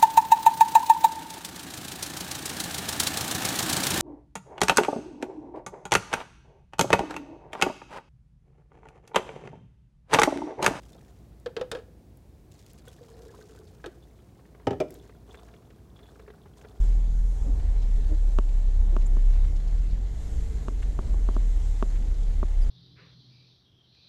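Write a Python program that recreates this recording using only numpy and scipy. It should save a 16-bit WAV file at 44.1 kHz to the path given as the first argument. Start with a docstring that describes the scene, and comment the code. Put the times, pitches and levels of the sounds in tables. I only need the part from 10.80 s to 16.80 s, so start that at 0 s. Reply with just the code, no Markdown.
"""Blender jar and sieve in a kitchen

A glass jar knocks hollowly: each blow is a noise crack exciting decaying modes. Pulpy liquid trickles in,
its noise modulating the jar's sinking air note, with grains for crackle and rising sines for bubbles.
A vessel lands on stone and a sieve drops on the rim, modal blows again; the sieve is then worked with
soft taps (noise bursts) while it drips. Decaying noise tails give the hard room, over ventilation and hum."""
import sys
import numpy as np
from scipy import signal
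from scipy.fft import rfft, irfft, next_fast_len
from scipy.io import wavfile
from scipy.ndimage import map_coordinates

SR = 44100
rng = np.random.default_rng(int(sys.argv[2]) if len(sys.argv) > 2 else 0)


def unload_wav(signal):
    """Save mono or channel-first audio to the path in sys.argv[1] as 16-bit WAV at rate SR, clipped to [-1, 1]."""
    wavfile.write(
        sys.argv[1],
        SR,
        np.round(np.clip(np.atleast_2d(signal).T, -1, 1) * 32767).astype(np.int16),
    )


N = 264578

# Soft taps in the sieve. Each row: start in seconds, level in dB, centre in Hz.
TAPS = [(.150, -49, 1100), (.259, -54, 836), (2.074, -47.5, 2220), (2.543, -46, 800), (2.587, -50, 700),
        (2.748, -50, 840), (3.593, -50, 1140), (3.653, -51, 1400), (3.748, -46.5, 1120),
        (3.798, -46.5, 1180), (4.294, -44.5, 1500), (4.493, -48, 1490), (4.544, -37.5, 1600),
        (4.653, -54, 1800), (4.738, -44.5, 2160), (4.903, -46.5, 2280), (5.189, -48.5, 1820),
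        (5.394, -43.5, 1490), (5.478, -43, 1270), (5.501, -43.5, 1370), (5.657, -45, 1150),
        (5.847, -41.5, 1400)]
# Contact noise of heavy blows. Each row: frequency in Hz, relative density in dB per Hz.
THUD_SPECTRUM = [(70, -1), (130, 7.5), (200, 6), (400, 14), (800, 5.5), (1100, -7), (2000, -7.5),
                 (3000, -7), (4200, -10), (6000, -4.5), (10000, -12), (16000, -7)]


def amp(db):
    """Level to amplitude: 20 dB is a factor of ten."""
    return 10 ** (np.asarray(db) / 20)


def unit(x):
    """Power normalisation: scale to rms 1."""
    return x / np.sqrt(np.mean(x ** 2) + 1e-20)


def seconds(size):
    """Sampling: the time of each sample in seconds."""
    return np.arange(size) / SR


def fade(t, t60):
    """Exponential damping: 60 dB of decay in t60 seconds."""
    return np.exp(-np.log(1000) * t / t60)


def along(points, hz):
    """Logarithmic frequency scale: (Hz, value) points interpolated along it."""
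    f, v = np.transpose(points)
    return np.interp(np.log(hz + 1), np.log(f + 1), v)


def wobble(rate):
    """Slow random modulation: a smooth curve through rate random knots a second."""
    knots = rng.standard_normal(int(N * rate / SR) + 4)
    return map_coordinates(knots, [seconds(N) * rate])


def filtered(x, response):
    """Linear filtering: the spectrum of x times a response of frequency."""
    m = next_fast_len(len(x) + 8192)
    return irfft(rfft(x, m) * response(np.fft.rfftfreq(m, 1 / SR)), m)[:len(x)]


def coloured(x, spectrum):
    """Spectral shaping: x weighted by a spectrum, at rms 1."""
    return unit(filtered(x, lambda hz: amp(along(spectrum, hz))))


def band(size, centre_hz, octaves):
    """Band-limited noise: a bell on the octave scale around a centre, at rms 1."""
    bell = lambda hz: np.exp(-.5 * (np.log2((hz + 1) / centre_hz) / octaves) ** 2)
    return unit(filtered(rng.standard_normal(size), bell))


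def dying(x, life):
    """Frequency-dependent damping: each band of x decays with its own t60."""
    hz, t, z = signal.stft(x, SR, nperseg=128)
    decay = fade(t, along(life, hz)[:, None])
    return signal.istft(z * decay, SR, nperseg=128)[1][:len(x)]


def add(track, s, sound):
    """Superposition: mix a sound into the track at s seconds."""
    part = track[round(s * SR):][:len(sound)]
    part += sound[:len(part)]


def background(air_db, waver):
    """Broadband ventilation noise and tonal appliance hum, its level and phase slowly modulated."""
    # Air spectrum. Each row: frequency in Hz, relative density in dB per Hz.
    air = [(15, -69), (25, -79), (43, -4), (102, -3), (263, -12.5), (373, -14), (427, -19), (677, -23.5),
           (734, -25), (1130, -33.5), (1330, -37), (2350, -38.5), (3250, -42), (3820, -41), (16000, -47)]
    # Appliance hum. Each row: frequency in Hz, rms level in dB about which it wavers.
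    hum_tones = [(58, -57.5), (118, -70)]
    hum = np.zeros(N)
    for hz, db in hum_tones:
        level = amp(db + 2.2 * wobble(4.5))
        phase = 2 * np.pi * hz * seconds(N) + waver * wobble(4.2)
        hum += level * np.sqrt(2) * np.sin(phase)
    return amp(air_db) * coloured(rng.standard_normal(N), air) + hum


def gesture(start, end, attack, release_db_per_s):
    """Attack and release: gain rises linearly, holds until the end and decays exponentially."""
    t = seconds(N)
    return np.clip((t - start) / attack, 0, 1) * amp(-release_db_per_s * np.maximum(t - end, 0))


def efforts():
    """Sum of powers: pour, loaded mesh and strokes set the gains of crackle, rub and jar cavity."""
    # Handling strokes. Each row: start and length in seconds, then crackle, rub and jar cavity level in dB.
    strokes = [(0.0, .15, -67, -64, -77), (4.075, 0.068, -67.5, -62, -69), (4.468, 0.1, -68.5, -59, -64),
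               (5.144, .34, -75, -62.5, -63), (5.756, 0.035, -67, -59, -64)]
    # pulp hits the mesh at once and thins out; its juice needs a moment to run through
    start_s, end_s, soak_s = 1.705, 2.66, 0.46
    pulp_attack_s, juice_attack_s, stroke_attack_s = 0.007, 0.11, 0.018
    sag_db_per_s, pulp_release_db_per_s, juice_release_db_per_s = 2.5, 15.5, 34
    brisk_release_db_per_s, lingering_release_db_per_s = 53, 30

    since = seconds(N) - start_s
    thinning = amp(-sag_db_per_s * np.maximum(since, 0))
    pulp = thinning * gesture(start_s, end_s, pulp_attack_s, pulp_release_db_per_s)
    soaking = gesture(start_s, end_s, soak_s + juice_attack_s, pulp_release_db_per_s)
    juice = gesture(start_s + soak_s, end_s, juice_attack_s, juice_release_db_per_s)

    # the wet mesh never quite rests once it is loaded
    loaded = since > 0
    crackle = np.hypot(amp(-66) * pulp, amp(-83.5) * loaded)
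    rub = np.hypot(amp(-64.5) * soaking, amp(-69.5) * loaded)
    cavity = np.hypot(amp(-55) * juice, amp(-75.5) * loaded)
    for s, length, crackle_db, rub_db, cavity_db in strokes:
        brisk = gesture(s, s + length, stroke_attack_s, brisk_release_db_per_s)
        lingering = gesture(s, s + length, stroke_attack_s, lingering_release_db_per_s)
        crackle = np.hypot(crackle, amp(crackle_db) * brisk)
        rub = np.hypot(rub, amp(rub_db) * lingering)
        cavity = np.hypot(cavity, amp(cavity_db) * brisk)
    return crackle, rub, cavity


def grains(rate, spread_db, t60):
    """Shot noise: bursts of unequal size at random times, rate a second, at rms 1."""
    starts = rng.random(N) < rate / SR
    sizes = amp(spread_db * np.clip(rng.standard_normal(N), -2, 2))
    power = signal.fftconvolve(starts * sizes ** 2, fade(seconds(SR // 10), t60) ** 2)[:N]
    return unit(np.sqrt(np.abs(power)) * rng.standard_normal(N))


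def bubble(hz, glide=0.039, t60=0.057, splash_db=-6):
    """Bubble resonance: a small splash rings a bubble whose pitch climbs as it surfaces."""
    t = seconds(SR // 12)
    pitch_hz = hz * (1 + glide * rng.uniform(0.24, 0.86) * (1 - np.exp(-t / 0.033)))
    ring = np.sin(2 * np.pi * np.cumsum(pitch_hz) / SR)
    splash = amp(splash_db) * band(len(t), hz, octaves=.25)
    return (ring + splash) * (1 - np.exp(-t / .0018)) * fade(t, t60)


def bubbling(centre_hz, octaves, count):
    """Superposed resonators: scattered small bubbles, heavily damped by the pulp, at rms 1."""
    out = np.zeros(N)
    for slot in range(count):
        hz = centre_hz * 2 ** (octaves * rng.uniform(-1.3, 1))
        pop = amp(rng.normal(0, 3)) * bubble(hz, t60=.025, splash_db=0)
        add(out, (slot + rng.random()) / count * N / SR, pop)
    return unit(out)


def straining(crackle_gain, rub_gain):
    """Granular excitation: wet pulp crackles and fizzes; the stirred mesh rubs, bubbles and sheds droplets."""
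    # Each row of both spectra: frequency in Hz, relative density in dB per Hz.
    crackle_spectrum = [(800, -9), (2000, 7), (3500, 8), (7000, 9.5), (10000, 1.5), (15000, -5.5)]
    rub_spectrum = [(250, -16.5), (420, 11), (570, -4.5), (700, 7.5), (820, -2.5), (1050, -4.5),
                    (1600, -10), (2300, -39), (3500, -19.5), (6000, -29)]
    crackle = coloured(grains(rate=220, spread_db=4.5, t60=0.027), crackle_spectrum)
    fizz = bubbling(centre_hz=5680, octaves=0.61, count=300)
    rub = coloured(grains(rate=250, spread_db=2.5, t60=.03), rub_spectrum)
    gurgle = bubbling(centre_hz=1310, octaves=0.65, count=280)
    droplets = bubbling(centre_hz=3404, octaves=0.064, count=110)  # small drops of nearly one size
    pulp = crackle + amp(-8) * fizz
    mesh = rub + amp(-10) * gurgle + amp(-15) * droplets
    return crackle_gain * pulp + rub_gain * mesh


def cavity_hz(s):
    """Cavity resonance: the jar's air note sinks as pulp covers its mouth."""
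    open_hz, covered_hz = 522, 419
    half_covered_s, covering_s = 2.3, 0.1412
    return covered_hz + (open_hz - covered_hz) / (1 + np.exp((s - half_covered_s) / covering_s))


def pour(gain, width_hz):
    """Randomly driven resonance: splashing noise, modulated onto the air note, keeps the cavity gurgling."""
    phase = 2 * np.pi * np.cumsum(cavity_hz(seconds(N))) / SR
    lowpass = lambda hz: 1 / (1 + (hz / width_hz) ** 2)
    splashing = lambda: filtered(rng.standard_normal(N), lowpass)
    gurgling = splashing() * np.sin(phase) + splashing() * np.cos(phase)
    lumps = amp(3 * np.clip(wobble(28), -2, 1))  # the juice falls unevenly
    return gain * unit(lumps * gurgling)


def touches(rows, octaves, rise, t60):
    """Overdamped contact: short noise bursts around their own pitch, too damped to ring."""
    out, t = np.zeros(N), seconds(SR // 6)
    for s, db, hz in rows:
        envelope = (1 - np.exp(-t / rise)) * fade(t, t60)
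        add(out, s, amp(db) * band(len(t), hz, octaves) * envelope)
    return out


def wet_ticks():
    """Impulsive contact: tiny wet snaps and wire ticks, very short noise bursts."""
    # Each row: start in seconds, level in dB, centre in Hz.
    snaps = [(.122, -56, 7800), (.599, -56, 7850), (1.372, -52.5, 13100), (1.720, -49.5, 4950),
             (1.864, -52, 8250), (1.933, -47, 10300), (2.082, -45.5, 7670), (2.553, -56, 6900),
             (2.789, -50, 5500), (4.1063, -43.5, 10100), (4.1417, -42, 11700), (4.235, -56.5, 2410)]
    return touches(snaps, octaves=0.83, rise=0.00026, t60=0.012)


def drips():
    """Bubble and cavity resonance: larger drops trap bubbles; lumps and taps ring the jar's air."""
    # Drops that trap a bubble. Each row: start in seconds, level in dB, starting pitch in Hz.
    drops = [(.130, -56, 3590), (.152, -40.5, 660), (2.074, -48.5, 1490), (2.079, -49.5, 3350),
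             (2.49, -52.5, 1670), (2.539, -45, 1010), (2.61, -49.5, 1540), (2.773, -52, 1515),
             (3.223, -57.5, 3460), (4.508, -52, 3450), (4.572, -54, 3530), (4.68, -58, 1650),
             (5.161, -55, 3380), (5.229, -53.5, 3450), (5.263, -56, 3410), (5.286, -59, 3450)]
    # Lumps that plop into the jar. Each row: start in seconds, level in dB.
    plops = [(2.076, -52), (2.210, -43.5), (2.255, -45), (2.459, -44), (2.546, -43.5), (2.588, -37.5),
             (2.750, -42.5), (2.796, -41.5)]
    out = np.zeros(N)
    for s, db, hz in drops:
        add(out, s, amp(db) * bubble(hz))
    for s, db in plops:
        add(out, s, amp(db) * bubble(cavity_hz(s), t60=0.062))
    for s, db, _ in TAPS:
        add(out, s, amp(db) * bubble(cavity_hz(s), t60=0.064))
    return out


def pats(rub_gain, count):
    """Random impacts: faint (s, dB, centre Hz) pats of pulp, as strong as the mesh is being worked."""
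    s = (np.arange(count) + rng.random(count)) / count * (N - 1) / SR
    rub_db = 20 * np.log10(np.interp(s, seconds(N), rub_gain) + 1e-9)
    db = rub_db + 9 + 5 * np.clip(rng.standard_normal(count), -2, 1)
    hz = 1500 * 2 ** rng.uniform(-.5, 0.55, count)
    return list(zip(s, db, hz))


def soft_taps(rub_gain):
    """Cushioned contact: the pulp in the sieve acts as a lowpass that dulls each tap and pat."""
    cushion_hz = 1110
    taps = touches(TAPS + pats(rub_gain, count=75), octaves=0.91, rise=0.0014, t60=0.042)
    return filtered(taps, lambda hz: 1 / np.sqrt(1 + (hz / cushion_hz) ** 2))


def blows(rows, modes, crack, swell, crack_db):
    """Modal excitation: each contact cracks and rings the object; a softer one has less treble."""
    # Decay of the contact noise. Each row: frequency in Hz, t60 in seconds.
    crack_life = [(300, 0.12), (700, 0.16), (1500, 0.099), (4000, 0.054), (12000, 0.027)]
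    out, t = np.zeros(N), seconds(SR // 3)
    for s, click_db, body_db, bright_hz, ratio in rows:
        soft = lambda hz: 1 / np.sqrt(1 + (hz / bright_hz) ** 4)
        contact = lambda hz: amp(along(crack, hz)) * soft(hz)
        grit = unit(filtered(rng.standard_normal(len(t)), contact))
        sound = amp(click_db + crack_db) * dying(grit, crack_life) * (1 - np.exp(-t / .0004))
        for k, (hz, db, t60) in enumerate(modes):
            if hz < 1000:
                # the body builds up over a few cycles; grip and a covered mouth shift its pitch
                strength = amp(body_db + db + rng.normal(0, 1)) * (1 - np.exp(-(t / swell) ** 2))
                phase = 2 * np.pi * hz * ratio * t
            else:
                # wall modes depend on where the contact falls, and its chatter blurs them
                level = amp(click_db + db + rng.normal(0, 2))
                strength = level * soft(hz) * (1 - np.exp(-t / .001))
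                phase = 2 * np.pi * hz * np.cumsum(1 + rng.normal(0, .22, len(t))) / SR
            sound += (-1) ** k * strength * np.sin(phase) * fade(t, t60)
        add(out, s, sound)
    return out


def jar_knocks():
    """Modal excitation of the hollow jar: its air cavity and glass walls ring together."""
    # Each row: start in seconds, relative click and body levels in dB, contact brightness in Hz,
    # body pitch as a ratio.
    knocks = [(.6600, -32.5, -21, 3900, 0.96), (.7655, -28, -21, 3540, 0.91), (.7945, -45, -30, 3500, 0.8),
              (.8114, -31, -18.5, 4070, 1), (.9148, -25.5, -28, 10000, 0.95),
              (.9300, -43, -26.5, 4000, 0.94), (.9493, -32.5, -26, 3630, 1),
              (.9700, -45, -34.5, 3500, 0.86), (.9870, -46, -37, 3200, 0.94), (3.0412, -32.5, -32, 1910, 1),
              (3.0597, -37, -31, 9900, 0.8), (3.0700, -68, -30.5, 2480, 0.70)]
    # Cavity and wall modes. 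Each row: frequency in Hz, relative level in dB, t60 in seconds.
    modes = [(400, -16, .06), (462, -11, .05), (507, 1.5, .08), (802, -18, .05), (1305, -10, .05),
             (1540, -11, .04), (1680, -8, .05), (2510, -10, .03), (2890, -12, .04), (3230, -9, .035),
             (3620, -7, .04), (3850, -9, .03), (4330, -14, .04)]
    # Contact noise of glass. Each row: frequency in Hz, relative density in dB per Hz.
    crack = [(150, 1.5), (500, 12), (1050, 0), (1600, 3), (2100, -2), (3500, -5), (4500, 2), (8000, -2.5),
             (10000, -3.5), (16000, -14)]
    return blows(knocks, modes, crack, swell=0.0034, crack_db=-4.5)


def landing():
    """Coupled modes: the vessel's base lands on the counter and rocks, ringing both."""
    # Each row: start in seconds, relative click and body levels in dB, contact brightness in Hz,
    # body pitch as a ratio.
    contacts = [(3.8695, -18.5, -22, 3740, 0.99), (3.9068, -26.5, -26.5, 3800, 0.97),
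                (3.9290, -35, -33, 3100, 0.94)]
    # Base and counter modes. Each row: frequency in Hz, relative level in dB, t60 in seconds.
    modes = [(90, -9.5, 0.24), (119.7, -4.5, 0.18), (164, -4, 0.084), (244, -5, 0.057), (281, 1, 0.079),
             (423, 5.5, 0.075), (512, -7, 0.11), (617, -0.5, 0.075), (815, 0, 0.078), (920, -6.5, 0.075),
             (1284, -9.5, 0.054), (1680, -16, 0.048), (1910, -20.5, 0.075), (2460, -30, .06),
             (3036, -11, 0.034)]
    return blows(contacts, modes, THUD_SPECTRUM, swell=0.0032, crack_db=-4)


def rim_knocks():
    """Modal excitation of the sieve as it meets the jar's rim."""
    # Each row: start in seconds, relative click and body levels in dB, contact brightness in Hz,
    # body pitch as a ratio.
    contacts = [(4.0016, -28, -19.5, 6400, 1), (4.0095, -30, -20.5, 2870, 1),
                (4.0205, -39, -34.5, 2000, 0.92)]
    # Modes of the sieve on the rim. 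Each row: frequency in Hz, relative level in dB, t60 in seconds.
    modes = [(160.5, -10, 0.055), (316, 0.5, 0.15), (382, -6, 0.11), (415, -18, 0.079), (469, -1, 0.1),
             (618, 3.5, .065), (720, -18, 0.08), (1290, -6, 0.03), (2390, -6.5, 0.041), (3020, -8, 0.031),
             (4000, -24, 0.06), (5260, -18, 0.052)]
    return blows(contacts, modes, THUD_SPECTRUM, swell=0.0038, crack_db=-0.5)


def kitchen(x, wet_db, gap):
    """Diffuse reverberation of tiles and cabinets: a fresh decaying noise tail every quarter second."""
    # Reverberation. Each row: frequency in Hz, t60 in seconds.
    room_life = [(100, 1), (330, 0.72), (650, 0.12), (1500, 0.38), (4000, 0.28), (12000, 0.33)]
    out, t = np.zeros(N), seconds(SR * 3 // 4)
    for start in range(0, N, SR // 4):
        buildup = 1 - np.exp(-(t / gap) ** 2)
        tail = dying(rng.standard_normal(len(t)), room_life) * buildup
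        add(out, start / SR, signal.fftconvolve(x[start:start + SR // 4], tail / np.linalg.norm(tail)))
    return amp(wet_db) * out


def scene():
    """Superposition: all the handling and its room reverberation, over the background."""
    crackle, rub, cavity = efforts()
    liquid = straining(crackle, rub) + pour(cavity, width_hz=32) + drips()
    contacts = wet_ticks() + soft_taps(rub)
    knocks = jar_knocks() + landing() + rim_knocks()
    near = liquid + contacts + knocks
    room = kitchen(near, wet_db=-17, gap=0.017)
    return (near + room + background(air_db=-53.5, waver=0.54))[None]


def record(dry):
    """Band limitation: nothing is kept from 15850 Hz upwards."""
    return filtered(dry[0], lambda hz: hz < 15850)[None]


dry = scene()
out = record(dry)
unload_wav(out)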